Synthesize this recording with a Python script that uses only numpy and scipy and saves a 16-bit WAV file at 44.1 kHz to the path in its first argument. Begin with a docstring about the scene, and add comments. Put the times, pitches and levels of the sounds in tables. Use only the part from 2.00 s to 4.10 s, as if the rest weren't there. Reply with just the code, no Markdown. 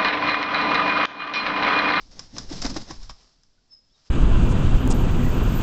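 """In a garden run, close to the microphone, a rooster beats its wings six times, then folds them.
Each stroke sheds turbulence, heard as a whoosh with hissing feathers; in the harder strokes the
loaded wing flutters. Stiff feathers snap against each other, the plumage rustles by friction, and
the draught buffets the microphone. Small birds call in the quiet afterwards."""
import sys
import numpy as np
from scipy import signal
from scipy.fft import rfft, irfft
from scipy.io import wavfile

SR = 44100
rng = np.random.default_rng(int(sys.argv[2]) if len(sys.argv) > 2 else 0)


def bounce(signal):
    """Save signal as a 16-bit WAV file at the path given by the first command-line argument."""
    frames = np.transpose(np.atleast_2d(signal))
    limited = np.clip(frames, -1, 1)
    pcm = np.round(limited * 32767).astype(np.int16)
    wavfile.write(sys.argv[1], SR, pcm)


N = 92610
T = np.arange(N) / SR


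# Downstrokes: peak_s, rise_s, fall_s, whoosh_db, hiss_db
DOWNSTROKES = [(.19, 0.061, 0.037, -55.5, -53), (0.373, 0.031, 0.085, -47.5, -45),
               (0.528, 0.014, 0.016, -38.5, -37), (0.654, 0.012, 0.012, -27.5, -28),
               (.768, .008, 0.011, -31.5, -33), (0.907, 0.035, 0.014, -44.5, -43)]
# Spectra of the flow round the wing and through the feathers: frequency_hz, gain_db
WHOOSH_SPECTRUM = [(40, -10.5), (130, -1), (250, -4), (450, -1.5), (730, -0.5), (1300, -10.5), (1800, -7),
                   (2700, -15.5), (5000, -24.5), (9000, -42)]
HISS_SPECTRUM = [(60, -47), (250, 4.5), (600, -11), (1100, -14), (2700, -8), (3800, 2.5), (4500, 2.5),
                 (5200, 8), (6400, 1.5), (7600, -13), (9000, -21.5)]
def wingbeats():
    """Turbulence: air forced round the wing and through its feathers radiates broadband noise."""
    whoosh_level = power_sum(swell(s, rise, fall, db) for s, rise, fall, db, _ in DOWNSTROKES)
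    hiss_level = power_sum(swell(s, rise, fall, db) for s, rise, fall, _, db in DOWNSTROKES)
    whoosh = colour(whoosh_level * rng.standard_normal(N), WHOOSH_SPECTRUM)
    hiss = colour(hiss_level * grains(per_s=5000, spread_db=1), HISS_SPECTRUM)
    return whoosh + hiss


# Bursts of vane vibration: peak_s, width_s, pitch_hz, level_db
VANE_FLUTTERS = [(.361, .012, 290, -46.5), (.518, 0.0036, 300, -27.5), (0.654, 0.0045, 260, -22),
                 (0.769, 0.0038, 310, -27), (0.908, 0.0062, 320, -39)]
def wing_flutter(overtone_db=-19):
    """Aeroelastic flutter: a loaded vane oscillates for a few cycles, giving a low thump."""
    thumps = np.zeros(N)
    for peak_s, width_s, pitch_hz, level_db in VANE_FLUTTERS:
        phase = 2 * np.pi * pitch_hz * (T - peak_s)
        wave = np.cos(phase) + amp(overtone_db) * (np.cos(2 * phase) + np.cos(3 * phase))
        envelope = np.exp(-.5 * ((T - peak_s) / width_s) ** 2)
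        thumps += amp(level_db) * unit_rms(wave) * envelope
    return thumps


# Feather impacts: start_s, crack_db, slap_db
FEATHER_IMPACTS = [(0.1931, -32.5, -36.5), (.1955, -32.5, -42), (0.3662, -42, -37.5), (.3824, -24, -35.5),
                   (0.384, -29.5, -38.5), (.6182, -29, -50), (0.6644, -25.5, -33), (0.7639, -44, -31),
                   (0.7812, -43, -44), (0.9093, -38.5, -29.5), (0.912, -35.5, -50), (1.032, -41.5, -55),
                   (1.0939, -42.5, -51), (1.0966, -40, -29.5), (1.102, -42, -42), (1.108, -41, -73),
                   (1.434, -53, -81.5)]
# Spectra of the quill's crack and the vane's slap: frequency_hz, gain_db
CRACK_SPECTRUM = [(200, -30), (1500, -1), (2800, -21.5), (3600, -2), (4500, -5.5), (5000, 7.5), (5450, 5),
                  (5900, 0), (6600, -7.5), (7300, -4.5), (9000, -43.5)]
SLAP_SPECTRUM = [(60, -19.5), (160, 1), (450, -10.5), (730, -3), (900, -8), (1110, 3), (1400, -15.5),
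                 (1750, -7.5), (2400, -11.5), (3500, -12.5), (9000, -37)]
def feather_snaps(crack_s=0.0019, slap_s=0.00078, shiver_s=0.012, knock_s=0.003, knock_hz=1130):
    """Impact and damped vibration: a quill cracks, and the vane slaps the body with a hollow knock."""
    crack_power, slap_power, knock = np.zeros((3, N))
    for start_s, crack_db, slap_db in FEATHER_IMPACTS:
        started = T >= start_s
        age = np.maximum(T - start_s, 0)
        shiver = amp(-10) * np.exp(-age / shiver_s)  # nearby feathers shake briefly
        crack_power += started * (amp(crack_db) * (np.exp(-age / crack_s) + shiver)) ** 2
        slap_power += started * (amp(slap_db) * (np.exp(-age / slap_s) + shiver)) ** 2
        knock += amp(slap_db - 3) * np.exp(-age / knock_s) * np.sin(2 * np.pi * knock_hz * age)
    crack_noise, slap_noise = rng.choice([-1., 1.], (2, N))
    crack = colour(np.sqrt(crack_power) * crack_noise, CRACK_SPECTRUM)
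    slap = colour(np.sqrt(slap_power) * slap_noise, SLAP_SPECTRUM)
    return crack + slap + knock


# Plumage sliding as the wings lift and settle: peak_s, rise_s, fall_s, level_db
PLUMAGE_SLIDES = [(.005, 0.027, 0.094, -55.5), (.115, 0.0048, 0.043, -52.5), (.23, 0.036, 0.073, -52),
                  (0.421, 0.019, 0.047, -54), (0.501, 0.0066, 0.021, -42), (.572, 0.042, 0.055, -39.5),
                  (.624, 0.0048, 0.0083, -26), (0.701, 0.015, 0.02, -35), (0.744, 0.006, 0.014, -39),
                  (0.816, 0.032, 0.027, -42.5), (0.938, .015, 0.042, -48), (1.029, 0.04, 0.061, -50),
                  (1.218, 0.12, 0.11, -58.5), (1.73, 0.027, 0.027, -65.5), (1.989, 0.05, 0.13, -65.5),
                  (2.074, 0.02, 0.016, -56.5)]
# Spectrum of rubbing feathers: frequency_hz, gain_db
RUSTLE_SPECTRUM = [(50, -24), (130, 3), (260, 0.5), (500, -1.5), (1100, -1), (1900, -6), (2700, -6.5),
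                   (3800, -1.5), (4500, 2.5), (5200, 5.5), (6400, -4), (7600, -9), (9000, -37)]
def plumage_rustle():
    """Friction: the barbs of sliding feathers catch on each other in dense, tiny clicks."""
    level = power_sum(swell(*slide) for slide in PLUMAGE_SLIDES)
    return colour(level * grains(per_s=4000, spread_db=1.5), RUSTLE_SPECTRUM)


# Strength of the draught: time_s, level_db
DRAUGHT_LEVEL = [(0, -48), (.08, -51.5), (.155, -43), (.22, -47.5), (.29, -43), (.35, -47), (.41, -42.5),
                 (.49, -34), (.57, -32), (.66, -29.5), (.77, -33), (.88, -44), (.96, -38), (1.01, -35),
                 (1.09, -34), (1.17, -52), (1.32, -65.5), (2.1, -74)]
# Spectrum of the buffeting: frequency_hz, gain_db
BUFFET_SPECTRUM = [(8, 2.5), (25, -3), (45, -6.5), (80, -22.5), (140, -29), (300, -53.5), (1000, -82.5)]
def draught():
    """Wind noise: air thrown by the wings presses unevenly on the microphone and rumbles."""
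    return contour(DRAUGHT_LEVEL) * noise(BUFFET_SPECTRUM)


# Strength of the wake: time_s, level_db
WAKE_LEVEL = [(0, -62.5), (.22, -53.5), (.32, -64), (.345, -43), (.43, -44), (.475, -49), (.53, -42.5),
              (.575, -37.5), (.63, -48.5), (.715, -35), (.745, -41), (.82, -41.5), (.865, -57), (.925, -44),
              (.96, -54.5), (1.1, -70), (1.2, -71), (1.4, -81)]
# Spectrum of the stirred air: frequency_hz, gain_db
WAKE_SPECTRUM = [(30, -12.5), (85, -2), (150, -6), (200, -4), (260, -5), (400, -17.5), (800, -24),
                 (3000, -60.5)]
def wake():
    """Wake turbulence: eddies behind the wings make a soft, low, fluctuating noise."""
    return contour(WAKE_LEVEL) * noise(WAKE_SPECTRUM)


# Spectrum of the yard's reflections: frequency_hz, gain_db
YARD_SPECTRUM = [(60, -30), (300, -8.5), (800, -1.5), (5000, 0.5), (9000, -0.5)]
def yard_reverb(sound):
    """Reverberation: ground and fence return many quickly fading reflections, weak in the bass."""
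    return colour(echoes(sound, t60_s=0.25, count=900), YARD_SPECTRUM)


# Course of a small bird's whistle: time_s, pitch_hz, level_db
WHISTLE_COURSE = [(1.69, 5370, -81.5), (1.712, 5214, -55.5), (1.727, 5244, -52), (1.735, 5220, -48),
                  (1.75, 5060, -55), (1.775, 5080, -60), (1.816, 5180, -71.5), (1.87, 5130, -84)]
def bird_whistle():
    """Frequency and amplitude modulation: one thin tone swells and fades as its pitch sags."""
    time_s, pitch_hz, level_db = np.transpose(WHISTLE_COURSE)
    sounding = (T > time_s[0]) & (T < time_s[-1])
    envelope = sounding * amp(np.interp(T, time_s, level_db))
    return envelope * tone(np.interp(T, time_s, pitch_hz))


# Calls of farther birds: start_s, length_s, start_hz, end_hz, level_db
FAR_CHIRPS = [(1.577, 0.014, 1524, 1445, -72.5), (1.89, 0.035, 3080, 3740, -74),
              (1.909, 0.041, 5250, 5480, -70), (1.932, 0.037, 3910, 3640, -68)]
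def bird_chirps():
    """Linear frequency sweeps: each faint call is a tone gliding under a half-sine envelope."""
    calls = np.zeros(N)
    for start_s, length_s, start_hz, end_hz, level_db in FAR_CHIRPS:
        progress = np.clip((T - start_s) / length_s, 0, 1)
        pitch_hz = start_hz + (end_hz - start_hz) * progress
        calls += amp(level_db) * np.sin(np.pi * progress) * tone(pitch_hz)
    return calls


# Spectrum of quiet outdoor air: frequency_hz, gain_db
AIR_SPECTRUM = [(15, -2), (35, 5), (60, -5.5), (150, -7.5), (300, -13.5), (600, -18), (1200, -22.5),
                (2400, -25.5), (3800, -21), (5200, -15), (6400, -25), (7600, -27), (9000, -55)]
def outdoor_air():
    """Ambient noise: a steady low rumble with a faint high hiss."""
    return noise(AIR_SPECTRUM)


def amp(db):
    """Decibels as an amplitude ratio."""
    return 10 ** (np.asarray(db) / 20)


def unit_rms(x):
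    """Normalisation to rms 1."""
    return x / np.sqrt(np.mean(x ** 2) + 1e-20)


def bin_gains(spectrum):
    """Interpolation in log frequency gives a spectrum's gain at every bin."""
    hz, db = np.transpose(spectrum)
    return amp(np.interp(np.log(np.fft.rfftfreq(N, 1 / SR) + 1), np.log(hz), db))


def colour(x, spectrum):
    """Minimum-phase filtering that keeps the power of white noise."""
    cepstrum = irfft(np.log(unit_rms(bin_gains(spectrum))), N)
    cepstrum[1:N // 2] *= 2  # folding the cepstrum makes the filter causal
    cepstrum[N // 2 + 1:] = 0
    taps = irfft(np.exp(rfft(cepstrum)), N)[:4096]
    return signal.oaconvolve(x, taps)[:N]


def noise(spectrum):
    """Spectral shaping: steady coloured noise, rms 1."""
    return unit_rms(irfft(rfft(rng.standard_normal(N)) * bin_gains(spectrum), N))


def tone(pitch_hz):
    """Phase is the integral of frequency: a gliding sine, rms 1."""
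    return np.sqrt(2) * np.sin(2 * np.pi * np.cumsum(pitch_hz) / SR)


def grains(per_s, spread_db):
    """Shot noise: randomly timed clicks of uneven size, rms 1."""
    size = amp(spread_db * np.minimum(rng.exponential(1, N), 3))
    polarity = rng.choice([-1., 1.], N)
    return unit_rms(size * polarity * (rng.random(N) < per_s / SR))


def swell(peak_s, rise_s, fall_s, level_db):
    """Exponential growth to a peak, then exponential decay."""
    return amp(level_db) * np.exp(-np.maximum((peak_s - T) / rise_s, (T - peak_s) / fall_s))


def contour(points):
    """Interpolation in decibels turns timed levels into an amplitude envelope."""
    return amp(np.interp(T, *np.transpose(points)))


def power_sum(envelopes):
    """Incoherent sources add by power."""
    return np.sqrt(sum(envelope ** 2 for envelope in envelopes))


def echoes(x, t60_s, count):
    """Scattering: randomly delayed reflections weaken by 60 dB in t60_s."""
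    delays = rng.integers(SR // 200, SR // 2, count)
    taps = np.zeros(N)
    taps[delays] = rng.choice([-1., 1.], count) * amp(-60 * delays / SR / t60_s)
    return signal.fftconvolve(x, taps / np.linalg.norm(taps))[:N]


def scene():
    """Superposition: the rooster, the air it moves, birds, echoes and ambience add in one channel."""
    rooster = wingbeats() + wing_flutter() + plumage_rustle() + feather_snaps()
    yard = amp(-14) * yard_reverb(rooster)
    moving_air = draught() + wake()
    birds = bird_whistle() + bird_chirps()
    tree_echoes = amp(-4) * echoes(birds, t60_s=0.37, count=120)
    return (rooster + yard + moving_air + birds + tree_echoes + amp(-68) * outdoor_air())[None]


def record(dry):
    """Band limiting: a linear-phase low-pass filter removes the highest treble."""
    cutoff_hz = 8200
    taps = signal.firwin(255, cutoff_hz, window=("kaiser", 8), fs=SR)
    return signal.oaconvolve(dry, taps[None], "same")


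dry = scene()
out = record(dry)
bounce(out)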